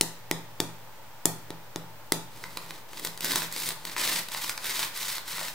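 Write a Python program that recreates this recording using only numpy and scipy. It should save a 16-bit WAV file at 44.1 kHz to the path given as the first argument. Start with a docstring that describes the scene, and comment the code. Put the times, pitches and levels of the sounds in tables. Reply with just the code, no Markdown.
"""In a small, live kitchen a fingernail taps seven times on the crisp dome of a baked bun; then a knife
saws down through it, stroke by stroke. The crust fails by brittle fracture, in thousands of tiny snaps
and some sharp cracks; the soft, hollow crumb thuds, with a low ring of the board and room. The room
reverberates after each sound, over faint noise and hum. A stereo microphone hears it all from close by."""
import sys
import numpy as np
from scipy import signal
from scipy.fft import rfft, irfft
from scipy.io import wavfile
from scipy.ndimage import uniform_filter1d

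SR = 44100
rng = np.random.default_rng(int(sys.argv[2]) if len(sys.argv) > 2 else 0)


def put_to_file(sound):
    """Save the sound as 16-bit audio at rate SR, in the file named by the first command-line argument."""
    columns = np.atleast_2d(sound).T  # one column per channel
    safe = np.clip(columns, -1, 1)
    whole_steps = np.round(safe * 32767)
    wavfile.write(sys.argv[1], SR, whole_steps.astype(np.int16))


N = 244314
T = np.arange(N) / SR

# damped modes of the bun, plus the low ring of the board (165 Hz) and room (118 Hz):
# (frequency [Hz], relative level [dB], t60 [s])
THUD_MODES = [(350, 3, 0.014), (118.1, -39, 1), (165.1, -27, 0.15), (875, -10.5, 0.018), (1140, -29, 0.002),
              (1830, -11, 0.0093), (3600, 0, 0.0032)]
# crust breaking under the blade: (frequency [Hz], relative spectral level [dB])
CRUST_SPECTRUM = [(100, -28), (600, -11), (780, -14), (980, -2), (1500, -3.5), (2000, 1.5), (2800, -3),
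                  (3800, 1.5), (5000, -1), (6300, -5), (8000, -4.5), (12000, -9), (14500, -5.5),
                  (16000, -10.5)]
# knife strokes, to and fro: (start [s], duration [s], relative crackle level [dB],
# relative crumb level [dB], fine over coarse grains [dB], growth of pressure over the stroke [dB])
KNIFE_STROKES = [(2.886, 0.24, -43.5, -49, 11, 13), (3.198, .3, -31, -41.5, 5, -7),
                 (3.486, 0.26, -33.5, -47.5, 10, 9.5), (3.821, 0.19, -42, -53.5, -1, -6),
                 (3.948, .3, -28, -44, 0, -2.5), (4.281, .28, -34.5, -56, 5.5, 4),
                 (4.59, .32, -31.5, -50.5, -1, 3.5), (4.915, 0.3, -33, -59, 3, 4),
                 (5.243, 0.31, -35.5, -57, 1, -3.5)]
# likeness of left and right in the diffuse field: (frequency [Hz], coherence [0-1])
DIFFUSE_COHERENCE = [(30, 0.45), (120, 0.93), (500, 0.73), (1200, 0.71), (2200, 0.13), (3500, 0),
                     (16000, 0)]


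def amp(db):
    """Decibels to amplitude ratio."""
    return 10 ** (np.asarray(db) / 20)


def unit(x):
    """Normalisation to an rms of one."""
    return x / np.sqrt(np.mean(x ** 2) + 1e-20)


def read(points, hz, column=1):
    """Interpolation of one table column along log frequency."""
    columns = np.transpose(points)
    return np.interp(np.log(hz + 1), np.log(columns[0] + 1), columns[column])


def add(mix, start_s, sound):
    """Superposition of a sound on the mix."""
    part = mix[max(round(start_s * SR), 0):][:len(sound)]
    part += sound[:len(part)]


def colour(x, spectrum, tilt_db=0, size=2048):
    """Minimum-phase filtering at unit energy, tilted by tilt_db per octave above 1 kHz."""
    hz = abs(np.fft.fftfreq(size, 1 / SR))
    octaves = np.log2(np.maximum(hz, 1000) / 1000)
    log_gain = np.log(amp(read(spectrum, hz) + tilt_db * octaves))
    response = np.fft.ifft(np.exp(np.conj(signal.hilbert(log_gain)))).real
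    return signal.oaconvolve(x, response / np.linalg.norm(response))[:len(x)]


def stereo_pair(a, b, coherence):
    """Partial coherence: the weighted sum and difference of unrelated signals form left and right."""
    same = np.clip(read(coherence, np.fft.rfftfreq(len(a), 1 / SR)), -1, 1)
    mid = rfft(a) * np.sqrt((1 + same) / 2)
    side = rfft(b) * np.sqrt((1 - same) / 2)
    return irfft([mid + side, mid - side], len(a))


def background(air_db=-49):
    """A diffuse noise field, with a faint hum that wavers by a random walk of phase."""
    # room noise: (frequency [Hz], relative spectral level [dB])
    air_spectrum = [(25, -12), (60, -6), (120, -0.5), (220, -8.5), (400, -8.5), (570, -2), (720, -6.5),
                    (890, 1), (1100, -7), (1400, -7.5), (2500, -11.5), (6000, -17.5), (11500, -22.5),
                    (14500, -15)]
    # hum: (frequency [Hz], rms level [dB])
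    hum_tones = [(119, -67.5), (890, -67)]
    noises = [colour(white, air_spectrum) for white in rng.standard_normal((2, N))]
    drifts = np.cumsum(rng.standard_normal((len(hum_tones), N)), axis=1) * 0.022
    hum = sum(amp(db) * np.sqrt(2) * np.sin(2 * np.pi * hz * T + drift)
              for (hz, db), drift in zip(hum_tones, drifts))
    return amp(air_db) * stereo_pair(*noises, DIFFUSE_COHERENCE) + hum


def ring(modes, t):
    """Free vibration: a sum of exponentially damped modes."""
    return sum(amp(db - 60 * t / t60) * np.cos(2 * np.pi * hz * t) for hz, db, t60 in modes)


def knock(modes, size=1024):
    """Impulse excitation: a short modal response of unit energy."""
    sound = ring(modes, T[:size])
    return sound / np.linalg.norm(sound)


def fracture(length_s, tilt_db, spectrum, splinter_db, count=4, size=1024):
    """Brittle fracture, at unit energy: a quick run of snaps and a dying spray of splinters."""
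    burst = amp(splinter_db) * rng.standard_normal(size) * np.exp(-T[:size] / length_s)
    order = np.arange(count)
    snap_s = length_s * (order + rng.uniform(0, .7, count)) / count
    burst[np.clip((snap_s * SR).astype(int), 0, size - 1)] += (-0.86) ** order
    burst = colour(burst, spectrum, tilt_db)
    return burst / np.linalg.norm(burst)


def finger_taps(contact_s=0.001902, release=0.38, patch_t60=0.02, room_db=-2.5, size=32768):
    """Impact: the nail snaps a patch of crust while the fingertip pushes in the dome and lets go."""
    # taps: (time [s], thud energy [dB], snap energy [dB], snap duration [s], snap tilt [dB/octave],
    # resonance of the struck patch [Hz], its energy [dB])
    taps = [(.0110, 0, 8, .0016, 2.3, 4130, -4), (0.3125, 0.5, 0, .0012, -.3, 1950, -4),
            (.6023, 1, 1, 0.0018, 1.5, 3510, -8), (1.2559, 2.5, 8, .0020, 5.5, 7200, -0.5),
            (1.505, -9, -34, 0.00045, 3, 3920, -29), (1.76, -5, -11.5, .00083, 2.5, 3560, -22),
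            (2.1214, 2.5, 5.5, .0018, 2.2, 2060, -3)]
    # crust under the nail: (frequency [Hz], relative spectral level [dB])
    nail_spectrum = [(100, -4.5), (550, -11.5), (950, -18), (1500, -7), (2000, -2), (2700, -3), (3600, 2),
                     (4900, 0.5), (5800, 0.5), (7200, 1), (10000, -3), (12500, -6), (14000, -8),
                     (16000, -11)]
    direct, into_room = np.zeros((2, N))
    push = ring(THUD_MODES, T[:size])
    thud = push - release * np.interp(T[:size] - contact_s, T[:size], push, left=0)
    thud /= np.linalg.norm(thud)
    for start, thud_db, snap_db, length, tilt_db, patch_hz, patch_db in taps:
        add(direct, start, amp(thud_db) * thud)
        add(direct, start, amp(snap_db) * fracture(length, tilt_db, nail_spectrum, splinter_db=-7))
        add(direct, start + 0.00028, amp(patch_db) * knock([(patch_hz, 0, patch_t60)]))
        # summed over all directions, the snap's notches even out: the room receives one smooth click
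        click = colour(signal.unit_impulse(size), nail_spectrum, tilt_db)
        add(into_room, start, amp(thud_db) * thud)
        add(into_room, start + length / 2, amp(snap_db + room_db) * click)
    return direct, into_room


def direct_sound(x):
    """Source spread: each flake breaks a little to the left or right, which lowers the coherence."""
    # likeness of left and right in the direct field: (frequency [Hz], coherence [0-1])
    direct_coherence = [(100, 1), (1500, 0.97), (3000, 0.89), (7000, 0.9), (10000, 0.32), (15000, 0.51)]
    position = unit(uniform_filter1d(rng.standard_normal(N), 12))
    return stereo_pair(x, x * unit(np.tanh(2 * position)), direct_coherence)


def room_response():
    """Impulse response: early reflections, a diffuse, exponentially dying tail and low standing waves."""
    # reverberant tail: (frequency [Hz], level [dB], t60 [s])
    tail_bands = [(90, 6, 0.69), (180, 0.5, 0.45), (342, -20, 0.35), (510, 1.5, 0.3), (1100, 1, 0.45),
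                  (1890, -3, 0.51), (4930, -5.5, 0.42), (13200, -5.5, 0.32)]
    # room modes: (frequency [Hz], level [dB], t60 [s])
    standing_waves = [(117.5, -65.5, 1.0), (164.7, -51, 0.41), (310, -59, 0.12)]
    # reflections from near walls: (delay [s], level [dB])
    reflections = [(.0079, -19), (.0118, -26), (.0245, -27)]
    t = T[:SR]
    hz, frame_s, bands = signal.stft(rng.standard_normal((2, SR)), SR, nperseg=256)
    t60 = read(tail_bands, hz, column=2)[:, None]
    unit_energy = np.sqrt(2 * np.log(1000) / (t60 * SR))
    bands *= amp(read(tail_bands, hz)[:, None] - 60 * frame_s / t60) * unit_energy
    build_up = np.clip((t - .005) / 0.0055, 0, 1)
    tail = signal.istft(bands, SR, nperseg=256)[1][:, :SR] * build_up
    bass_cut = signal.butter(2, 125, "high", fs=SR, output="sos")  # a small room holds no deep bass
    response = stereo_pair(*signal.sosfilt(bass_cut, tail), DIFFUSE_COHERENCE)
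    response += ring(standing_waves, t) * (1 - np.exp(-t / 0.0009))
    for delay, db in reflections:
        response[:, round(delay * SR)] += amp(db)
    return response


def reverberation(x, count=12, cycle_s=1.4):
    """Time-varying convolution: the pattern of echoes shifts as the hands move over the bun."""
    phases = np.arange(count)[:, None] / count
    shares = np.maximum(np.cos(2 * np.pi * (T / cycle_s - phases)) - .8, 0)
    shares /= np.linalg.norm(shares, axis=0)
    return sum(signal.fftconvolve((x * share)[None], room_response(), axes=1)[:, :N] for share in shares)


def glide(start, length, rise_s, fall_s):
    """Sliding speed, 0-1: smooth acceleration, a hold and smooth deceleration."""
    ramp = np.clip(np.minimum((T - start) / rise_s, (start + length - T) / fall_s), 0, 1)
    return np.sin(np.pi / 2 * ramp) ** 2


def blade_friction(rub_crackle_db=-49.5, rub_crumb_db=-55.5, rub_fine_db=2,
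                   turn_crackle_db=-53, turn_crumb_db=-62, brighten_db=5):
    """Friction: crackle and crumb gains follow speed and pressure; fine grains grow along a stroke."""
    # the steadying hand and the resting blade rub lightly on the crust before the cut
    rub = glide(start=2.29, length=0.557, rise_s=.08, fall_s=.08)
    in_cut = T > KNIFE_STROKES[0][0]  # from here the blade drags a little even at the turns
    crackle = amp(rub_crackle_db) * rub + amp(turn_crackle_db) * in_cut
    crumb = amp(rub_crumb_db) * rub + amp(turn_crumb_db) * in_cut
    fine_db = rub_fine_db * rub
    for start, length, crackle_db, crumb_db, grain_db, growth_db in KNIFE_STROKES:
        speed = glide(start, length, rise_s=0.069, fall_s=0.088)
        travel = np.clip((T - start) / length, 0, 1) - .5
        crackle += speed * (amp(crackle_db + growth_db * travel) - crackle)
        crumb += speed * (amp(crumb_db + growth_db * travel) - crumb)
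        fine_db += speed * (grain_db + brighten_db * travel - fine_db)
    return crackle, crumb, amp(fine_db)


def stick_slip(per_s, depth_db):
    """Stick-slip: the teeth catch unevenly, a random gain that gathers the snaps into clumps."""
    catch_s = np.cumsum(rng.exponential(1, 4000)) / per_s
    strength = np.clip(rng.standard_normal(len(catch_s)), -2, 2)
    return unit(amp(depth_db * np.interp(T, catch_s, strength)))


def snaps(per_s, spread_db):
    """Shot noise of unit power: many small clicks, a few large."""
    heights = amp(spread_db * np.minimum(rng.exponential(1, N), 2.9)) * rng.choice([-1, 1], N)
    return unit(heights * (rng.random(N) < per_s / SR))


def steady(x, size=3300):
    """Division by the running rms evens out slow swells and keeps the fine grain."""
    return x / np.sqrt(abs(uniform_filter1d(x ** 2, size)) + 1e-12)


def sawing(crackle_db=-1, crumb_db=-4):
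    """Abrasion: coarse and fine crust grains break along the blade, over the rustle of the crumb."""
    # crumb dragged by the blade: (frequency [Hz], relative spectral level [dB])
    crumb_spectrum = [(30, -28), (90, -18), (160, -2), (230, -3), (320, 0.5), (450, -2), (650, -8),
                      (3000, -45)]
    crackle_gain, crumb_gain, fine_gain = blade_friction()
    grip = stick_slip(per_s=150, depth_db=3)
    coarse = colour(snaps(per_s=2000, spread_db=2), CRUST_SPECTRUM, tilt_db=-0.5)
    coarse *= stick_slip(per_s=170, depth_db=1)
    fine = colour(snaps(per_s=4200, spread_db=2), CRUST_SPECTRUM, tilt_db=2.5)
    crackle = steady(grip * (coarse + fine_gain * fine))
    crumb = steady(grip * colour(snaps(per_s=2700, spread_db=2.5), crumb_spectrum))
    return amp(crackle_db) * crackle_gain * crackle + amp(crumb_db) * crumb_gain * crumb


def lesser_cracks(count=4, flake_db=-11, growth=0.68, average_stroke_db=-35.5):
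    """Random fracture, louder in forceful strokes: (time [s], relative energy [dB], brightness [dB])."""
    rows = []
    for start, length, crackle_db, *_ in KNIFE_STROKES:
        mean_db = flake_db + growth * (crackle_db - average_stroke_db)
        for k, (jitter, strength, treble) in enumerate(rng.uniform(-1, 1, (count, 3))):
            time = start + length * (k + 1 + jitter / 2) / (count + 1)
            rows.append((time, mean_db + 1.5 * strength, 3 + 3.5 * treble))
    return rows


def cracks(break_s=0.0024, sink_start_s=3.86, sink_length_s=0.71, gain_db=-.5):
    """Fracture excites resonance: breaking flakes jolt bun and board and, deeper in, mainly the blade."""
    # the sharpest cracks: (time [s], relative energy [dB], brightness [dB])
    sharp_cracks = [(2.439, -10, -1), (2.572, -5.5, 1.5), (2.7073, -10.5, 0), (2.979, -16, 4),
                    (2.9956, -11.5, 4), (3.0489, -2, 3.5), (3.0717, -6.5, 3), (3.176, -14, 3),
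                    (3.2076, -7, 4.5), (3.246, -0.5, 6.5), (3.319, -0.5, 4), (3.3579, 4.5, 3),
                    (3.563, -7.5, 2.5), (3.689, -1, 4.5), (3.852, -6.5, 3.5), (3.9646, -4, -1.5),
                    (4.2862, -11.5, 2.5), (4.3472, -6.5, -2.5), (4.4943, -3, 2), (4.5773, -7, 0.5),
                    (4.793, -2.5, 4.5), (4.829, -6, 0), (5.381, -10.5, -3), (5.413, -12, -7)]
    # the knife in the cut: (frequency [Hz], relative level [dB], t60 [s])
    blade_modes = [(960, -7.5, 0.016), (1473, -4, 0.021), (1910, -9, 0.023), (3480, -9, 0.0062)]
    out = np.zeros(N)
    for start, db, brightness_db in sharp_cracks + lesser_cracks():
        depth = np.clip((start - sink_start_s) / sink_length_s, 0, 1)  # 0 in the crust, 1 in the crumb
        tilt_db = 1.42 * (brightness_db - 2)
        snap = fracture(break_s, tilt_db, CRUST_SPECTRUM, splinter_db=-9)
        thud = amp(-14.5 - 7 * depth) * knock(THUD_MODES)
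        blade = amp(-16 + 8 * depth) * knock(blade_modes)
        add(out, start, amp(db + gain_db) * (snap + thud + blade))
    return out


def scene():
    """Direct and reverberant fields of taps and cutting at one spot add to the background."""
    taps, taps_into_room = finger_taps()
    cutting = cracks() + sawing()
    return direct_sound(taps + cutting) + reverberation(taps_into_room + cutting) + background()


def record(dry, dc_offset=-.005, cutoff_hz=15800):
    """Linear filtering: each microphone port colours the treble; then a steady offset and a low-pass."""
    # the two ports: (frequency [Hz], left over right [dB], left phase lead [rad])
    port_balance = [(98, -0.5, -0.9), (4520, 0, 0.57), (7700, 1.5, 0.3), (10400, 7, 0.5), (12100, -6, -2.5),
                    (13200, 4, -2), (14100, -12.5, -1.3), (16000, 7, -3)]
    hz = np.fft.rfftfreq(N, 1 / SR)
    left = amp(read(port_balance, hz) / 2) * np.exp(.5j * read(port_balance, hz, column=2))
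    heard = irfft(rfft(dry) * np.array([left, 1 / left]), N) + dc_offset
    low_pass = signal.firwin(401, cutoff_hz, window=("kaiser", 9), fs=SR)
    return signal.oaconvolve(heard, low_pass[None], "same")


dry = scene()
out = record(dry)
put_to_file(out)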